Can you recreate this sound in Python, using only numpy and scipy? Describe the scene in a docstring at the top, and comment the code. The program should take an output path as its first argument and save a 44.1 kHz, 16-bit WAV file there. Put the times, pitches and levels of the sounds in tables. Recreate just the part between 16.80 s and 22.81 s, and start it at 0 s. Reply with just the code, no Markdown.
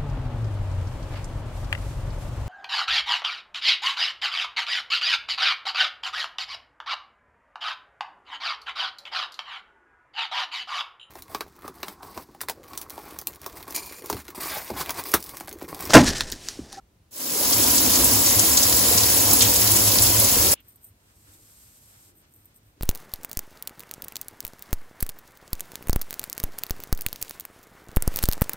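"""A shower in a small tiled bathroom: filtered clouds of random ticks hiss, band-limited bursts spatter on the
tiles, and random blows through resonances drum on the tray. It swells up, runs steadily and stops dead.
In the quiet a brush is drawn once through long hair, as a finer tick cloud, with scrapes and a moving sleeve.
Metal bracelets clink on the wrist: ticks, decaying sines and rustling grains. Room noise lies under it all."""
import sys
import numpy as np
from scipy import signal
from scipy.fft import rfft, irfft, next_fast_len
from scipy.io import wavfile
from scipy.ndimage import uniform_filter1d

SR = 44100
rng = np.random.default_rng(int(sys.argv[2]) if len(sys.argv) > 2 else 0)


def materialize(psi):
    """Save the field psi as 16-bit PCM at rate SR to the path in sys.argv[1].

    A 1-D psi becomes a single channel; in a 2-D psi each row is a channel.
    """
    bounded = np.clip(np.atleast_2d(psi).T, -1, 1)
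    quanta = np.round(bounded * 32767).astype(np.int16)
    wavfile.write(sys.argv[1], SR, quanta)


N = 265039
T = np.arange(N) / SR
SIZE = next_fast_len(N + 4096, real=True)
HZ = np.fft.rfftfreq(SIZE, 1 / SR)
SHOWER_ON_S, SHOWER_OFF_S = 0.306, 3.739
EDGE_HZ = 15850  # top of the audible band of the whole scene
# bracelets knock together: t/s, tick level/dB, ring level/dB, extra level of the lower modes/dB
KNOCKS = [(3.8042, -42, -48, -16), (3.8838, -29, -48, 0), (3.8888, -36, -48, -8), (3.9586, -42, -45, -3),
          (4.0325, -41, -53, 2), (4.0437, -37, -40, 1), (4.049, -38, -54, -5), (5.525, -41, -60, -12),
          (5.539, -33, -56, -12), (5.544, -37, -58, -10), (5.562, -36, -51, -12), (5.6465, -36, -57, -10),
          (5.656, -34, -44, -15), (5.745, -39, -59, 2), (5.762, -43, -57, 5)]


def gain_of(db):
    """Decibels to amplitude."""
    return 10 ** (np.asarray(db) / 20)


def evened(x):
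    """Scales to rms 1."""
    return x / np.sqrt(np.mean(x ** 2) + 1e-20)


def read(points, hz):
    """Reads a curve of (f/Hz, value) on a log-frequency axis."""
    f, value = np.transpose(points)
    return np.interp(np.log(hz + 1), np.log(f + 1), value)


def shaped(x, gain):
    """Filters by a gain for every frequency."""
    return irfft(rfft(x, SIZE) * gain, SIZE)[..., :N]


def ringing(modes):
    """Summed power response of damped modes, from rows of (f/Hz, width/Hz, level/dB)."""
    return sum(gain_of(db) ** 2 / (1 + (2 * (HZ - hz) / width) ** 2) for hz, width, db in modes)


def bells_db(rows):
    """Bell-shaped lifts in dB, from rows of (t/s, rise/dB, half length/s)."""
    return sum(db * np.exp(-.5 * ((T - s) / half) ** 2) for s, db, half in rows)


def swells(rows):
    """Bell-shaped amplitude swells, from rows of (t/s, level/dB, half length/s)."""
    return sum(gain_of(db) * np.exp(-.5 * ((T - s) / half) ** 2) for s, db, half in rows)


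def dying(rows, decay_s):
    """Sudden starts that die away, from rows of (t/s, level/dB)."""
    return sum(gain_of(db) * (T >= s) * np.exp(-abs(T - s) / decay_s) for s, db in rows)


def ramp(start_s, length_s):
    """Rises evenly from 0 to 1; with a negative length it falls to 0 at start_s."""
    return np.clip((T - start_s) / length_s, 0, 1)


def flutter(rate_hz, depth_db):
    """A random gain with the given rms depth, wandering mostly below the given rate."""
    wander = shaped(rng.standard_normal(N), (HZ > 3) / (1 + (HZ / rate_hz) ** 2))
    return gain_of(depth_db * evened(wander))


def impacts(per_s, spread_db):
    """A random train of tiny blows whose sizes scatter exponentially in dB."""
    size = gain_of(spread_db * np.minimum(rng.exponential(1, N), 4.5))
    struck = rng.random(N) < per_s / SR
    return evened(size * rng.choice([-1, 1], N) * struck)


def diffuse(pair):
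    """Mixes two signals so that long waves are alike at both ports and shorter ones less so."""
    # likeness of sound from all round at the two microphone ports: f/Hz, correlation
    likeness = [(100, .98), (200, .94), (300, .86), (500, .5), (750, .2), (1050, .35), (1500, -.05),
                (3200, .33), (6000, .05)]
    angle = np.arcsin(np.clip(read(likeness, HZ), -1, 1)) / 2
    return shaped(pair, np.cos(angle)) + shaped(pair[::-1], np.sin(angle))


def unlike(pair):
    """Sounds close beside the microphone push its two ports partly in opposite directions."""
    return evened(pair - 0.24 * pair[::-1])


def reverberation(x):
    """Dense reflections off the tiles: each band's energy dies away as noise at its own speed."""
    # decay of the tiled room: f/Hz, t60/s
    tile_decay = [(100, 0.21), (1000, 0.37), (4000, 0.32), (9000, 0.09), (16000, 0.3)]
    hz, t, z = signal.stft(x, SR, nperseg=256)
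    # -120 here because this gain acts on energy; the first frame is left to the direct sound
    decay = gain_of(-120 * t[:100] / read(tile_decay, hz)[:, None]) * (t[:100] > 0)
    decay = decay / decay.sum(1, keepdims=True)
    power = signal.fftconvolve(abs(z) ** 2, decay, axes=1)[:, :len(t)]
    noise = signal.stft(rng.standard_normal((2, N)), SR, nperseg=256)[2]
    tail = noise / noise.std() * np.sqrt(abs(power))
    return diffuse(signal.istft(tail, SR, nperseg=256)[1][:, :N])


def ports(x, left_lag_ms):
    """A direct sound reaches the left port with a lag (early if negative) and a fixed phase turn."""
    phase_turns = 0.32 * np.sign(left_lag_ms)
    lag = np.exp(-2j * np.pi * (HZ * left_lag_ms / 1000 + phase_turns))
    return np.array([shaped(x, lag), x])


def placed(x, left_lag_ms, wet_db, direct_hz):
    """Treble comes straight to the ports; below direct_hz the room takes over."""
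    direct = 1 / (1 + (direct_hz / (HZ + 1)) ** 6) / (1 + gain_of(wet_db) ** 2)
    straight = ports(shaped(x, np.sqrt(direct)), left_lag_ms)
    return straight + shaped(reverberation(x), np.sqrt(1 - direct))


def tick_cloud(per_s, spread_db, near_hz, left_lag_ms):
    """A cloud of tiny ticks: the treble arrives straight from close by, the rest from all round the room."""
    near_share = .992 / (1 + (near_hz / (HZ + 1)) ** 12)
    near = shaped(impacts(per_s, spread_db), np.sqrt(near_share))
    around = diffuse(np.array([impacts(per_s, spread_db) for _ in range(2)]))
    return ports(near, left_lag_ms) + shaped(around, np.sqrt(1 - near_share))


def patchy(pair, depth_db, size=512):
    """Tints patches of time and frequency at random; longer frames give slower, narrower patches."""
    z = signal.stft(pair, SR, nperseg=size)[2]
    field = uniform_filter1d(rng.standard_normal(z.shape[1:]), size=13, axis=0)
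    field = uniform_filter1d(field, size=2, axis=1)
    tinted = z * gain_of(depth_db * evened(field))
    return evened(signal.istft(tinted, SR, nperseg=size)[1][:, :N])


def room_air():
    """A low steady rumble under faint hiss; once the shower has stopped, the room's lowest mode joins it."""
    # colour of the still room: f/Hz, level/dB
    air_colour = [(22, -15.9), (50, 0.0), (100, -3.2), (160, -8.8), (300, -12.9), (550, -17.5),
                  (1200, -23.9), (3000, -28.0), (7000, -31.2), (15000, -33.7)]
    # the room's lowest mode: f/Hz, width/Hz, level/dB
    lowest_mode = [(101, 10, 0)]
    noise = diffuse(rng.standard_normal((2, N)))
    air = evened(shaped(noise, gain_of(read(air_colour, HZ)) / (1 + (24 / (HZ + 1)) ** 4)))
    mode = evened(shaped(diffuse(rng.standard_normal((2, N))), ringing(lowest_mode)))
    return gain_of(-62.5) * air + gain_of(-69) * mode * (T > SHOWER_OFF_S)


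def bumps():
    """Soft low bumps in the quiet: sine bursts under a bell, each only a few cycles long."""
    # t/s, level/dB, f/Hz
    bump_rows = [(0.036, -51, 55), (0.22, -58, 90.6), (0.265, -54, 79.8), (4.115, -50.5, 89),
                 (4.37, -54, 62), (4.455, -60, 110), (4.492, -54, 80)]
    half_s = 0.0088
    return sum(swells([(s, db, half_s)]) * np.sin(2 * np.pi * (hz * T + rng.random()))
               for s, db, hz in bump_rows)


def echoed(x):
    """Nearby walls and the glass screen throw the spray back duller, which combs the hiss."""
    # first reflections: delay/ms, level/dB
    reflections = [(1.9, -27.5), (3.7, -20.5), (6.1, -17.5), (9.4, -11.5), (14.3, -14)]
    thrown = sum(gain_of(db) * np.roll(x, round(ms * SR / 1000), axis=-1) for ms, db in reflections)
    return x + shaped(thrown, 1 / (1 + (HZ / 9000) ** 2))


def crackle():
    """Larger single drops snap on the tiles, each a short band-limited click."""
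    # band of the snaps: f/Hz, width/Hz, level/dB
    snap_band = [(5340, 2000, 0)]
    snaps = diffuse(np.array([impacts(per_s=220, spread_db=0.5) for _ in range(2)]))
    return gain_of(-31) * evened(shaped(snaps, ringing(snap_band)))


def spatters():
    """Jets break up and slap the tiles: crackling bursts of droplets, each in its own band, with a room tail."""
    # the loud slaps, levels ahead of their band filter: t/s, level/dB, centre f/Hz, decay/s
    slaps = [(0.731, -7, 5400, .011), (0.84, -13, 5770, .005), (0.983, -7.5, 6070, .008),
             (1.061, -13.5, 6040, .005), (1.138, -10.5, 5900, .008), (1.157, -11, 6540, .011),
             (1.246, -5.5, 10050, .011), (1.407, -23.5, 5010, .005), (1.464, -8, 5880, .014),
             (1.595, -4.5, 7800, .007), (1.776, -3, 6000, .007), (1.832, -7.5, 6000, .011),
             (1.928, -12, 5600, .006), (2.039, -16, 4206, .011), (2.127, -12.5, 4800, .005),
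             (2.179, -6, 6100, .011), (2.235, -9.5, 5280, .011), (2.46, -15, 5000, .006),
             (2.512, -9.5, 7000, .011), (2.534, -5, 12000, .011), (2.61, -4.5, 4530, .011),
             (2.623, -3, 6980, .012), (2.628, -11, 3480, .011), (2.65, -12.5, 4200, .011),
             (2.686, -29.5, 4800, .005), (2.76, -8, 6300, .008), (2.875, -12, 4840, .013),
             (2.918, -8, 11000, .011), (2.966, -8, 8850, .008), (3.081, -10, 7500, .011),
             (3.12, -12, 4770, .006), (3.186, -7, 5000, .007), (3.223, -7.5, 8540, .011),
             (3.266, -10, 5000, .011), (3.401, -7, 11500, .008), (3.446, -12.5, 5700, .01),
             (3.719, -10, 10000, .011)]
    attack_s, width_octaves = 0.004, 0.93
    out = np.zeros((2, N))
    drops = tick_cloud(per_s=9000, spread_db=1.3, near_hz=6000, left_lag_ms=0.2427)
    # weaker slaps fall at random in between, 14 per second
    run_s = SHOWER_OFF_S - SHOWER_ON_S
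    chance = rng.random((round(14 * run_s), 2))
    small = [(SHOWER_ON_S + when * run_s, -20, np.interp(pitch, [0, 1], (4500, 11700)), 0.0047)
             for when, pitch in chance]
    for s, db, centre_hz, decay_s in slaps + small:
        near = abs(T - s) < 5 * decay_s
        age = T[near] - s
        burst = gain_of(db) * drops[:, near] * np.exp(np.minimum(age / attack_s, -age / decay_s))
        band = np.minimum(centre_hz * 2 ** (width_octaves * np.array([-.5, .5])), EDGE_HZ)
        out[:, near] += signal.lfilter(*signal.butter(2, band, "band", fs=SR), burst)
    return out + gain_of(-16) * reverberation(out[0])


def spray():
    """Thousands of drops tick on the tiles in uneven clumps, under the slaps of broken jets."""
    # colour of the spray: f/Hz, level/dB
    spray_colour = [(1500, -8.7), (2300, -9.2), (3500, -7.2), (5000, -3.6), (7000, -1.9), (9000, 0.0),
                    (12500, 0.1), (15500, -3.6)]
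    colour = gain_of(read(spray_colour, HZ)) / (1 + (1200 / (HZ + 1)) ** 4) * (HZ < EDGE_HZ)
    colour = colour * gain_of(3.8 * np.clip((HZ - 12500) / 3000, 0, 1))  # the finest mist fizzes on top
    drops = shaped(tick_cloud(per_s=13000, spread_db=2.05, near_hz=6200, left_lag_ms=0.2408), colour)
    clumps = flutter(rate_hz=30, depth_db=0.47)
    hiss = (patchy(echoed(drops), depth_db=1.63) * gain_of(-17.5) + crackle()) * clumps
    lean_db = 1.0 * np.exp(-np.log((HZ + 1) / 3800) ** 2 / 0.16)  # the left wall is the nearer one
    return shaped(hiss + spatters(), gain_of([lean_db, -lean_db]))


def patter():
    """Heavy drops drum on the tray and ring the stall, favouring now one resonance, now another."""
    # colour of water landing on the tray: f/Hz, level/dB
    tray_colour = [(25, -19), (45, -10.5), (65, 5), (150, -10.5), (200, -3), (280, -1), (400, -5),
                   (550, -3), (750, -4), (1000, -1.5), (1400, -4.5)]
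    # resonances of tray and stall: f/Hz, width/Hz, level/dB
    stall_modes = [(150, 9.6, 11), (194, 7.9, 10.5), (210, 10, 7.5), (255.6, 13, 10), (295, 27, 7),
                   (335.4, 13, 9.5), (374, 11, 9), (467, 19, 9.5), (484, 20, 6.5), (556.6, 18, 9.5),
                   (592, 14, 4.5), (697, 15, 7.5), (712, 12, 7), (773, 14, 3), (818, 15, 0.5),
                   (939, 54, 3.5), (1037, 38, 1.5)]
    # a heavier gush lands on the tray: t/s, level/dB, half length/s
    gush_rows = [(2.515, -35.5, 0.02)]
    # the tray rings more while it is still dry: f/Hz, width/Hz, level/dB
    dry_mode = [(268, 46, 0)]
    # and when it does: t/s, level/dB, half length/s
    dry_swells = [(1.1, -46, 0.27)]
    blows = diffuse(np.array([impacts(per_s=1800, spread_db=2.0) for _ in range(2)]))
    colour = gain_of(read(tray_colour, HZ)) * np.sqrt(1 + ringing(stall_modes)) / (1 + (HZ / 1700) ** 4)
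    colour = colour / (1 + (120 / (HZ + 1)) ** 6)
    drumming = patchy(shaped(blows, colour), depth_db=1.1, size=4096) * flutter(rate_hz=28, depth_db=0.23)
    # the patter eases by 0.15 dB per second as the tray gets wet
    level = gain_of(-30 - 0.15 * (T - SHOWER_ON_S)) + swells(gush_rows)
    dry_tray = evened(shaped(blows, ringing(dry_mode))) * swells(dry_swells)
    return (drumming * level + dry_tray) * gain_of([[1.8], [.9]])  # trim of left and right, dB


def boom():
    """The lowest modes of the tray, kept ringing by the falling water; they throb and slowly grow."""
    # deep resonances of the tray: f/Hz, width/Hz, level/dB
    boom_modes = [(58.4, 27, -7), (75, 9.8, -1.5), (108, 16, -1.5)]
    # throbs: t/s, rise/dB, half length/s
    throb_rows = [(1.244, 6, 0.036), (1.572, 2.5, 0.057), (1.896, 3.5, 0.046), (2.22, 2.5, 0.085),
                  (3.245, 7, 0.041), (3.65, 3.5, .05)]
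    blows = diffuse(rng.standard_normal((2, N)))
    hum = shaped(blows, np.sqrt(ringing(boom_modes)) / (1 + (HZ / 135) ** 10) / (1 + (42 / (HZ + 1)) ** 6))
    # level out the noise's own swells, so that flutter and throbs shape it
    steady = hum / np.sqrt(uniform_filter1d((hum ** 2).mean(0), size=6000))
    growth_db = 0.84 * (T - SHOWER_ON_S)
    level_db = -38 + growth_db + bells_db(throb_rows)
    side_db = np.array([[-.8], [.8]])
    return steady * flutter(rate_hz=10, depth_db=0.86) * gain_of(level_db + side_db)


def plops():
    """Fat drops land on the tray, each a short hollow note that the room prolongs."""
    # t/s, level/dB, f/Hz
    plop_rows = [(0.362, -45, 600), (0.559, -28.5, 420), (0.612, -25, 590), (0.633, -28, 477),
                 (1.202, -23.5, 356), (1.827, -27, 580), (2.114, -21.5, 470), (2.259, -28, 358),
                 (3.15, -28, 589), (3.4, -29, 480)]
    attack_s, decay_s = 0.0022, 0.0068
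    out = np.zeros(N)
    for s, db, hz in plop_rows:
        near = abs(T - s) < 6 * decay_s
        age = T[near] - s
        shape = np.exp(np.minimum(age / attack_s, -age / decay_s))
        out[near] += gain_of(db) * shape * np.sin(2 * np.pi * (hz * age + rng.random()))
    return out + gain_of(-6.5) * reverberation(out)


def drone():
    """A low resonance as a sine that swells and fades again and again, never quite on one pitch."""
    # t/s, level/dB, half length/s
    drone_swells = [(0.78, -29, 0.027), (1.06, -32, 0.037), (1.34, -29, 0.074), (1.59, -29, .04),
                    (1.74, -38, .03), (1.92, -30.5, 0.056), (2.17, -32.5, 0.071), (2.505, -26, 0.037),
                    (2.655, -24.5, 0.028), (2.84, -27, 0.035), (2.94, -27.5, .04), (3.08, -25.5, 0.023),
                    (3.23, -26, 0.021), (3.385, -25, .055), (3.68, -39, 0.036)]
    centre_hz, waver_hz, waver_rate_hz = 105.2, 2.2, 7.4
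    waver = evened(shaped(rng.standard_normal(N), 1 / (1 + (HZ / waver_rate_hz) ** 4)))
    turns = np.cumsum(centre_hz + waver_hz * waver) / SR
    return swells(drone_swells) * np.sin(2 * np.pi * turns) * gain_of([[-.8], [.8]])


def shower():
    """The hiss swells over half a second, patter and boom lag behind it; the cut leaves only a brief trace."""
    after_s = np.maximum(T - SHOWER_OFF_S, 0)
    cut = np.exp(-after_s / 0.002)
    linger = gain_of(-15.5) * np.exp(-after_s / 0.0059)
    hiss = spray() * ramp(SHOWER_ON_S, 0.51)
    drumming = patter() * ramp(SHOWER_ON_S, 0.5) ** 1.13
    low = boom() * ramp(SHOWER_ON_S, 0.54) ** 2.3
    return np.maximum(cut, linger) * (hiss + drumming + low + drone() + plops())


def rasp():
    """A faint short rasp of band-filtered noise that holds for a moment as the water stops, then breaks off."""
    # f/Hz, width/Hz, level/dB
    rasp_bands = [(300, 72, 3), (2920, 750, 5)]
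    edge_s = 0.02
    colour = np.sqrt(ringing(rasp_bands)) / (1 + (HZ / 4600) ** 8)
    held = ramp(3.735, edge_s) * ramp(3.824, -edge_s)
    return gain_of(-58.5) * held * evened(shaped(diffuse(rng.standard_normal((2, N))), colour))


def sleeve():
    """The robe's thick towelling moves with soft low noise swishes over a faint, fluttering rub."""
    # the sleeve brushes past: t/s, level/dB, half length/s
    swishes = [(4.54, -66, 0.1), (5.33, -65, 0.08), (5.55, -71, 0.05), (5.99, -62.5, 0.026)]
    # colour of the rub: f/Hz, level/dB
    rub_colour = [(200, -14), (650, 4.5), (1500, 7.5), (4000, 1.5), (8000, -1), (15000, -26)]
    cloth_gain = np.sqrt(ringing([(310, 37, 0)])) / (1 + (HZ / 1800) ** 2)
    cloth = shaped(diffuse(rng.standard_normal((2, N))), cloth_gain)
    rub = evened(shaped(unlike(rng.standard_normal((2, N))), gain_of(read(rub_colour, HZ))))
    rubbing = gain_of(-70.5) * rub * flutter(rate_hz=6, depth_db=3.0) * (T > SHOWER_OFF_S)
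    return evened(cloth) * swells(swishes) + rubbing


def metal_rings():
    """Each knock starts the modes of the thin metal at once; they die away at their own speeds."""
    # f/Hz, width/Hz, level/dB against the knock's ring
    metal_modes = [(8200, 60, -8), (8550, 90, -16), (9000, 45, -13.5), (12800, 140, -8), (13500, 70, -2),
                   (14050, 50, -2), (14350, 120, -7)]
    detune, lower_modes_hz = 0.003, 11000  # rms share of pitch; modes under this count as lower
    out, age = np.zeros(N), np.arange(SR // 10) / SR
    for s, _, ring_db, lower_db in KNOCKS:
        part = out[round(s * SR):][:len(age)]
        for hz, width, db in metal_modes:
            mode_hz = hz * (1 + detune * rng.standard_normal())
            wave = np.sin(2 * np.pi * (mode_hz * age + rng.random()))
            level = gain_of(ring_db + db + lower_db * (hz < lower_modes_hz))
            part += level * np.exp(-np.pi * width * age) * wave
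    return out


def bracelets():
    """Sharp ticks and short rings of metal on metal, amid a rustle of small links that never quite rest."""
    # links rustle as the arm moves: t/s, level/dB, half length/s
    rustles = [(3.905, -59, 0.038), (4.056, -54, 0.027), (5.385, -59, 0.027), (5.553, -63.5, 0.053),
               (5.65, -70, .04), (5.768, -57, .012), (5.877, -67, .035)]
    # colour of the rustling links: f/Hz, level/dB
    link_colour = [(3000, -40), (7300, -18), (8250, -4), (8750, -8), (8980, 4), (9250, -8), (11000, -10),
                   (13400, -4), (14000, 4), (14600, -1), (16000, -14)]
    knocks = dying([(s, tick_db) for s, tick_db, _, _ in KNOCKS], decay_s=0.00029)
    knocks = knocks * rng.choice([-1, 1], N)
    ticks = shaped(knocks, 1 / (1 + (9000 / (HZ + 1)) ** 4) / (1 + (HZ / 15300) ** 40))
    # after a knock the links settle; from the first one on they keep stirring faintly
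    settling = gain_of(-24) * dying([(s, ring_db) for s, _, ring_db, _ in KNOCKS], decay_s=0.039)
    stirring = gain_of(-77.5) * (T > KNOCKS[0][0])
    shaking = np.hypot(swells(rustles) + settling, stirring)
    links = evened(shaped(impacts(per_s=4600, spread_db=2.5), gain_of(read(link_colour, HZ))))
    metal = ticks + metal_rings() + shaking * links
    return placed(metal, left_lag_ms=-0.21, wet_db=-33.0, direct_hz=4000)


def brush():
    """Bristles slip over countless hairs for the length of one stroke, snapping free of tangles on the way."""
    # colour of the hair: f/Hz, level/dB
    hair_colour = [(500, -2.0), (1000, -6.5), (1800, -11.5), (3500, -8.5), (5000, -5), (6500, -3.4),
                   (8500, 0.8), (12000, -0.7), (15500, -5)]
    # the brush drags harder where the hair is thick: t/s, rise/dB, half length/s
    drags = [(4.24, 2, 0.024), (4.8, 2, 0.065)]
    start_s, end_s, bite_s, edge_s = 4.106, 5.335, 0.38, 0.047
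    slips = tick_cloud(per_s=9000, spread_db=0.5, near_hz=6940, left_lag_ms=-0.211)
    snags = tick_cloud(per_s=260, spread_db=-2.0, near_hz=6000, left_lag_ms=-0.2)
    colour = gain_of(read(hair_colour, HZ)) / (1 + (650 / (HZ + 1)) ** 2) * (HZ < EDGE_HZ)
    hair = patchy(shaped(slips + gain_of(-12) * snags, colour), depth_db=0.5)
    contact = ramp(start_s, edge_s) * ramp(end_s, -edge_s)
    # a light touch bites in, then the pressure grows by 0.2 dB per second
    pressure_db = -20.5 * (1 - ramp(start_s, bite_s)) + 0.2 * (T - start_s)
    level = gain_of(-56.5 + pressure_db + bells_db(drags))
    return hair * contact * flutter(rate_hz=10.5, depth_db=1.0) * level


def scrape():
    """Bristles scrape the scalp under pressure: a coarser, lower grain than the hiss of the hair."""
    # as they bite in, and again as they pass through the ends: t/s, level/dB, half length/s
    scrape_rows = [(4.5, -65.5, .05), (5.15, -67, .09)]
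    grains = unlike(np.array([impacts(per_s=700, spread_db=1.8) for _ in range(2)]))
    colour = 1 / (1 + (450 / (HZ + 1)) ** 4) / np.sqrt(1 + (HZ / 1200) ** 2) / (1 + (HZ / 6500) ** 4)
    return evened(shaped(grains, colour)) * swells(scrape_rows)


def scene():
    """Shower, then bracelets, brush and sleeve, over the still room."""
    return room_air() + bumps() + shower() + rasp() + sleeve() + bracelets() + brush() + scrape()


def record(dry):
    """Steep low-pass that ends the band at EDGE_HZ."""
    low_pass = signal.firwin(511, EDGE_HZ, window=("kaiser", 9), fs=SR)
    return signal.oaconvolve(dry, low_pass[None], "same")


dry = scene()
out = record(dry)
materialize(out)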